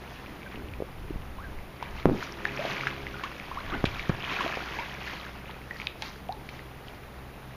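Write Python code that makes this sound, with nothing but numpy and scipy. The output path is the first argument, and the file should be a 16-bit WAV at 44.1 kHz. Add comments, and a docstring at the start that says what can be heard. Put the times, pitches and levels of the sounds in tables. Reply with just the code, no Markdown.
"""An outdoor pool: someone kneeling on an air mattress shifts his weight, a few metres from a phone.
The mattress thumps on trapped air, slaps the water and squeezes out gurgles. The wash it pushes out
is a swarm of bubbles and spray, with single pops and gliding gulps. A pump hums, a distant motor
joins briefly, a breeze touches the microphone and the pool edge echoes faintly."""
import sys
import numpy as np
from scipy import signal
from scipy.fft import rfft, irfft, next_fast_len
from scipy.io import wavfile
from scipy.ndimage import uniform_filter1d

SR = 44100
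rng = np.random.default_rng(int(sys.argv[2]) if len(sys.argv) > 2 else 0)


def waveform_to_disk(signal):
    """Save audio, clipped to [-1, 1], as 16-bit WAV at the path in sys.argv[1]."""
    frames = np.transpose(np.atleast_2d(signal))
    scaled = np.clip(frames, -1, 1) * 32767
    samples = np.round(scaled).astype(np.int16)
    wavfile.write(sys.argv[1], SR, samples)


N = 333376
TIME = np.arange(N) / SR


def undb(db):
    """Decibels to gain."""
    return 10 ** (np.asarray(db) / 20)


def unit(x):
    """Scale to rms 1."""
    return x / np.sqrt(np.mean(x ** 2) + 1e-20)


def add(out, start_s, x):
    """Mix x into out from start_s."""
    i = int(np.clip(start_s * SR, 0, N - 1))
    out[i:i + len(x)] += x[:N - i]


def colour(x, points):
    """Filter by (frequency [Hz], gain [dB]) points; 12 dB/octave roll-off outside them."""
    hz, db = np.transpose(points)
    size = next_fast_len(N + 4096)
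    bin_hz = np.maximum(np.fft.rfftfreq(size, 1 / SR), 1)
    gain = undb(np.interp(np.log(bin_hz), np.log(hz), db))
    low_cut = np.minimum(bin_hz / hz[0], 1) ** 2
    high_cut = np.minimum(hz[-1] / bin_hz, 1) ** 2
    return irfft(rfft(x, size) * gain * low_cut * high_cut, size)[:N]


def band(x, hz, ratio):
    """Band-pass from hz / ratio to hz * ratio."""
    return signal.sosfilt(signal.butter(2, [hz / ratio, hz * ratio], "band", fs=SR, output="sos"), x)


def wander(rate_hz, t=TIME, count=2048):
    """Slow random curve, spread near 1."""
    return np.interp(t * rate_hz, np.arange(count), rng.standard_normal(count))


def bubble(hz, decay_s, rise_oct_per_s, attack_s):
    """Damped bubble ring, peak 1; the pitch glides for two decay times, then holds."""
    t = np.arange(int(2 * np.pi * decay_s * SR) + 20) / SR
    pitch_hz = hz * 2 ** (rise_oct_per_s * np.minimum(t, 2 * decay_s))
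    phase = 2 * np.pi * np.cumsum(pitch_hz) / SR
    x = np.sin(phase) * np.exp(-t / decay_s) * (1 - np.exp(-t / attack_s))
    return x / np.abs(x).max()


def pop(hz):
    """A small cavity snaps shut and rings for a few cycles."""
    return bubble(hz, decay_s=2.4 / hz, rise_oct_per_s=9.8, attack_s=0.00012)


def swarm(low_hz, high_hz, cycles, spread_db, glide_oct, count):
    """Bubbles of random size and onset, a few much louder; levelled over 1/8 s."""
    out = np.zeros(N)
    for when, size, strength, damping in rng.random((count, 4)):
        hz = low_hz * (high_hz / low_hz) ** size
        decay_s = cycles * 2 ** (2 * damping - 1) / hz
        gain = undb(spread_db * min(-np.log(1 - strength), 5)) * hz / low_hz
        add(out, when * N / SR, gain * bubble(hz, decay_s, glide_oct / decay_s, attack_s=0.13 / hz))
    return out / np.sqrt(uniform_filter1d(out ** 2, SR // 8) + 1e-9)


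def yard_air(rms_db=-47):
    """Steady outdoor rumble and hiss."""
    # air spectrum: (frequency [Hz], gain [dB])
    spectrum = [(15, -46), (25, -12), (54, -10), (131, -0.5), (301, -5.5), (394, -4.5), (501, -7.5),
                (811, -9.5), (2370, -17), (6200, -33), (6900, -33.5), (8100, -32), (8780, -36), (9770, -31),
                (15000, -31.5)]
    return unit(colour(rng.standard_normal(N), spectrum)) * undb(rms_db)


def pump():
    """Pump hum; each partial wavers in level and phase."""
    # hum partials: (frequency [Hz], rms level [dB])
    partials = [(63.5, -52), (129, -54.5), (199, -60.5), (332, -70)]
    out = np.zeros(N)
    for hz, db in partials:
        amplitude = np.sqrt(2) * undb(db + 2 * wander(6))
        out += amplitude * np.sin(2 * np.pi * hz * TIME + 1.22 * wander(11))
    return out


def breeze(calm_db=-53):
    """Soft gusts buffet the microphone over a calm floor."""
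    # gusts: (time [s], level [dB], half width [s])
    gusts = [(0.69, -40, 0.077), (1.11, -38, 0.12), (1.483, -39.5, 0.13), (1.957, -41, 0.055),
             (3.096, -41.5, 0.049), (3.8, -38.5, 0.18)]
    rumble = unit(colour(rng.standard_normal(N), [(14, 2), (35, -1), (80, -5), (160, -17), (300, -22)]))
    gust_power = sum(undb(db) ** 2 * np.exp(-((TIME - s) / half_s) ** 2) for s, db, half_s in gusts)
    return rumble * np.sqrt(undb(calm_db) ** 2 + gust_power)


def distant_motor(base_hz=67.9, level_db=-51, start_s=2.48, end_s=3.14, fade_s=0.13):
    """A second motor hums for a moment, with a little flutter."""
    # motor harmonics: (order, relative level [dB])
    harmonics = [(2, 3.5), (3, -1.5), (4, -2), (5, -0.5), (6, 3), (8, -2.5)]
    phase = 2 * np.pi * base_hz * TIME + 0.1 * wander(20)
    swell = np.exp(-np.abs(TIME - np.clip(TIME, start_s, end_s)) / fade_s)
    hum = sum(undb(db + 2.5 * wander(9.9)) * np.sin(k * phase + k * k) for k, db in harmonics)
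    return hum * undb(level_db) * swell


def poolside(x, tail_db=-18, t60_s=0.28):
    """Add early echoes and a thin, dull open-air tail."""
    # echoes off pool edge and house: (delay [s], gain [dB])
    echoes = [(.0071, -25), (0.0187, -69), (0.033, -41)]
    t = np.arange(SR // 2) / SR
    envelope = np.exp(-np.log(1000) * t / t60_s) * (1 - np.exp(-t / 0.008))
    tail = band(rng.standard_normal(len(t)), 1200, ratio=3) * envelope
    response = undb(tail_db) * tail / np.sqrt(np.sum(tail ** 2))
    for delay_s, db in echoes:
        response[int(delay_s * SR)] += undb(db)
    return x + signal.fftconvolve(x, response)[:N]


def surges(ripple_db=-59.5, spray_rel_db=-8.5):
    """Envelopes of wash and spray: each weight shift pushes out a surge over slowly wavering ripples."""
    # surges: (crest time [s], level [dB], rise [s], fall [s], extra spray [dB])
    pushes = [(0.129, -51, 0.24, 0.41, 2), (.52, -47.5, 0.035, 0.075, -9), (1.84, -44, 0.026, .06, -8),
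              (2.0, -43.5, 0.068, 0.026, 0), (2.23, -41.5, .07, 0.065, 6), (2.71, -33.5, 0.2, .17, -1.5),
              (2.85, -43, 0.036, 0.039, 2), (3.24, -46.5, 0.41, 0.42, 1), (3.6, -46.5, 0.33, 0.33, -1),
              (3.75, -35.5, 0.07, 0.022, -16), (3.99, -41, 0.21, 0.17, 1.5), (4.33, -31, 0.11, 0.21, -5),
              (4.45, -38, 0.076, 0.37, 0.5), (4.76, -39, 0.097, 0.21, -1), (5.08, -39.5, 0.076, 0.19, 1.5),
              (5.509, -44.5, 0.032, 0.045, -19.5), (5.819, -49.5, 0.097, 0.065, 7.5),
              (6.045, -46.5, 0.03, 0.071, 11.5), (6.56, -55, 0.093, 0.088, 8), (6.88, -58, 0.033, 0.065, 7)]
    flow_power = spray_power = undb(ripple_db - 1.5 * wander(7.8)) ** 2
    for crest_s, db, rise_s, fall_s, extra_db in pushes:
        push = undb(db) * np.exp(-np.maximum((crest_s - TIME) / rise_s, (TIME - crest_s) / fall_s))
        flow_power = flow_power + push ** 2
        spray_power = spray_power + (push * undb(extra_db)) ** 2
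    return np.sqrt(flow_power), np.sqrt(spray_power) * undb(spray_rel_db)


def stray_droplets(flow, centre_hz=2060, spread_oct=0.52, count=45):
    """Droplets fall back at random, harder when the water is stirred up."""
    out = np.zeros(N)
    for k, (late, size, softness) in enumerate(rng.random((count, 3))):
        hz = centre_hz * 2 ** (spread_oct * (2 * size - 1))
        add(out, (k + late) / count * N / SR, undb(-13 - 10 * softness) * pop(hz))
    return out * flow ** 0.36


def wash(flow, spray_flow, crowd_db=-42, mist_db=-69.5):
    """Bubbles, deep churn and spray swell with each surge; above crowd_db bubbles blur into a rush."""
    # spectra of bubbles, churn and spray: (frequency [Hz], gain [dB])
    bubble_spectrum = [(350, 2), (600, -8.5), (1000, -2), (1600, -0.5), (2400, 0), (3300, -6.5),
                       (4500, -18.5), (7000, -58)]
    churn_spectrum = [(70, -52), (130, -4.5), (250, -3), (420, -8), (700, -4), (1200, 6.5)]
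    spray_spectrum = [(2000, 5), (3500, 1.5), (5000, -1.5), (6800, -9.5), (8800, -41), (10500, -18.5),
                      (13000, -14), (15000, -39)]
    fizz = swarm(500, 4800, cycles=2.2, spread_db=3.2, glide_oct=0.05, count=7000)
    plinks = swarm(650, 3200, cycles=7, spread_db=2.2, glide_oct=0.09, count=700)
    distinct = 0.7 * np.minimum(undb(crowd_db) / flow, 1) ** 0.32
    rush = np.sqrt(1 - distinct ** 2) * rng.standard_normal(N)
    bubbles = distinct * (fizz + undb(-7) * plinks) + rush
    churn = swarm(127.3, 822, cycles=1.24, spread_db=1, glide_oct=0.048, count=1600)
    churn += rng.standard_normal(N)
    spray = swarm(3000, 7270, cycles=4, spread_db=3.6, glide_oct=0.028, count=5000)
    spray += undb(7) * rng.standard_normal(N)
    return (unit(colour(bubbles, bubble_spectrum)) * flow
            + unit(colour(churn, churn_spectrum)) * undb(-24) * flow ** 0.54
            + unit(colour(spray, spray_spectrum)) * np.hypot(spray_flow, undb(mist_db)))


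def gulps_and_pops():
    """Single bubbles stand out of the wash; most large ones rise in pitch as they surface."""
    # large bubbles: (time [s], level [dB], pitch [Hz], decay [ms], rise [octaves/s])
    gulps = [(.462, -36.5, 1625, 9, -7.5), (1.385, -38, 984, 30, 16), (1.44, -39, 1636, 19, -3.5),
             (2.592, -26, 558, 19, 11.5), (2.6512, -18, 620, 2, 17), (3.142, -30, 1410, 4.1, 7),
             (3.236, -28, 1014, 15, 19.5), (3.514, -29, 965, 7, 34), (3.572, -27.5, 998, 13, 27),
             (3.719, -30.5, 1072, 31, 18.5), (3.74, -36.5, 1390, 16, 15.5), (4.407, -21.5, 990, 7.9, 21.5),
             (4.462, -21.5, 630, 3.1, 13), (4.787, -29, 877, 21, 8.5), (5.7095, -26, 1860, 3.9, 8),
             (6.023, -31.5, 840, 5.5, 8), (6.292, -24.5, 698, 13.7, 14), (6.32, -37, 833, 20, 3.5)]
    # small cavities: (time [s], level [dB], pitch [Hz])
    pops = [(.4312, -33, 2300), (.7372, -32, 2340), (1.8259, -22.5, 920), (2.227, -24, 1420),
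            (2.323, -32.5, 5400), (2.4535, -13, 1750), (2.7677, -23, 2180), (2.8099, -21, 2250),
            (2.8353, -24, 1280), (2.87, -16.5, 1540), (3.068, -24.5, 2000), (3.9952, -21, 2290),
            (4.249, -26, 2890), (5.1116, -29, 1935), (5.8001, -25, 2220), (5.8169, -25, 2380),
            (5.8701, -19.5, 3670), (5.8709, -18, 2510), (6.3245, -33, 4000), (6.49, -28.5, 2310),
            (6.593, -31.5, 1950), (6.8836, -34, 3000)]
    # bubble spectrum, little top: (frequency [Hz], gain [dB])
    spectrum = [(60, -1.5), (2500, 1.5), (4300, 3), (6000, 2.5), (9000, -18)]
    out = np.zeros(N)
    for s, db, hz, decay_ms, rise_oct_per_s in gulps:
        tone = bubble(hz, decay_ms / 1000, rise_oct_per_s, attack_s=0.00019)
        wall_wobble = 1 + 0.1 * wander(450, TIME[:len(tone)], count=512)
        add(out, s, undb(db) * tone * wall_wobble)
    for s, db, hz in pops:
        add(out, s, undb(db) * pop(hz))
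    return colour(out, spectrum)


def gurgles(count=40, spacing_s=0.0039, span_oct=1.2):
    """Air squeezed from under the mattress breaks into a dying run of big, heavily damped bubbles."""
    # air pockets: (time [s], level [dB], decay [s], centre pitch [Hz])
    pockets = [(.28, -41, .14, 251), (.54, -39, 0.26, 300), (2.061, -20, 0.029, 257),
               (2.059, -23.5, 0.049, 119), (2.105, -18.5, 0.037, 300), (3.724, -28.5, 0.04, 292),
               (3.85, -38.5, 0.11, 106), (4.101, -34, 0.067, 106), (4.41, -37, 0.046, 570),
               (2.655, -31, .05, 624)]
    out = np.zeros(N)
    for s, db, decay_s, centre_hz in pockets:
        for k, (late, size) in enumerate(rng.random((count, 2))):
            delay_s = (k + late) * spacing_s
            hz = centre_hz * 2 ** (span_oct * (size - 0.5))
            tone = bubble(hz, decay_s=1.5 / hz, rise_oct_per_s=0, attack_s=0.00024)
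            add(out, s + delay_s, undb(db) * np.exp(-delay_s / decay_s) * tone)
    return out


def slaps():
    """A flat face cracks on the water, then spray patters away."""
    # slaps: (time [s], crack level [dB], spray level [dB], spray decay [s], centre [Hz])
    hits = [(1.827, -29, -40, 0.0046, 2530), (2.0567, -31, -45, .002, 7300),
            (2.4515, -30.5, -27, 0.0021, 2420), (2.87, -36, -27.5, 0.01, 1900),
            (3.237, -28, -31.5, 0.0086, 2220), (3.8432, -29, -31, .003, 1110),
            (3.8544, -33, -22, 0.007, 2310), (4.0936, -30, -28, .0069, 1460),
            (4.4068, -27, -33, .029, 2230), (6.0224, -17.5, -31, 0.0055, 2480),
            (6.491, -38, -42.5, 0.0055, 2960)]
    out = np.zeros(N)
    t = np.arange(SR // 4) / SR
    for s, crack_db, spray_db, decay_s, hz in hits:
        crack = band(signal.unit_impulse(len(t)), hz, ratio=1.7)
        droplets = rng.standard_normal(len(t)) * undb(1.3 * rng.standard_normal(len(t)))
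        patter = unit(band(droplets, hz, ratio=1.426)) * np.exp(-t / decay_s)
        add(out, s, undb(crack_db) * crack / np.abs(crack).max() + undb(spray_db) * patter)
    return out


def thumps():
    """The hollow underside hits a cushion of trapped air, which swings back; softer blows ring longer."""
    # blows on the water: (time [s], peak level [dB], pitch [Hz], contact [ms])
    blows = [(.803, -22, 473, 0.85), (0.8223, -19, 460, 0.62), (1.1062, -25, 327, 0.99),
             (1.159, -26, 40, .4), (2.0563, -1.5, 303, .23), (2.058, -27, 60, 2.2),
             (2.0893, -16.5, 477, 0.43), (2.097, -12.5, 294, .28), (3.8416, -7, 160, 0.16),
             (4.0953, -11, 123, 0.35), (4.101, -16.5, 110, .14), (4.447, -23.5, 260, 0.36),
             (4.5722, -18.5, 490, 0.22)]
    out = np.zeros(N)
    t = np.arange(SR // 8) / SR
    for s, db, hz, contact_ms in blows:
        decay_cycles = 1.15 * min(contact_ms, 1) ** 0.8
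        swing = np.cos(2 * np.pi * hz * t) * np.exp(-t * hz / decay_cycles)
        push = t * np.exp(-2 * t / (contact_ms / 1000))
        thump = signal.fftconvolve(swing, push)[:len(t)]
        add(out, s, -undb(db) * thump / np.abs(thump).max())
    return out


def scene():
    """Water, mattress and motor with poolside echoes, over air, pump and breeze; mono."""
    flow, spray_flow = surges()
    water = wash(flow, spray_flow) + stray_droplets(flow)
    impacts = thumps() + gurgles() + gulps_and_pops() + slaps()
    return (poolside(water + impacts + distant_motor()) + yard_air() + pump() + breeze())[None]


def record(dry):
    """The phone has a deep treble notch and cuts the top."""
    notch_hz, half_width_hz, top_hz = 7900, 600, 15300
    bin_hz = np.fft.rfftfreq(N, 1 / SR)
    notch = 1 - np.exp(-((bin_hz - notch_hz) / half_width_hz) ** 2)
    low_pass = signal.ellip(10, 0.2, 70, top_hz, fs=SR, output="sos")
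    return signal.sosfilt(low_pass, irfft(rfft(dry) * notch, N))


dry = scene()
out = record(dry)
waveform_to_disk(out)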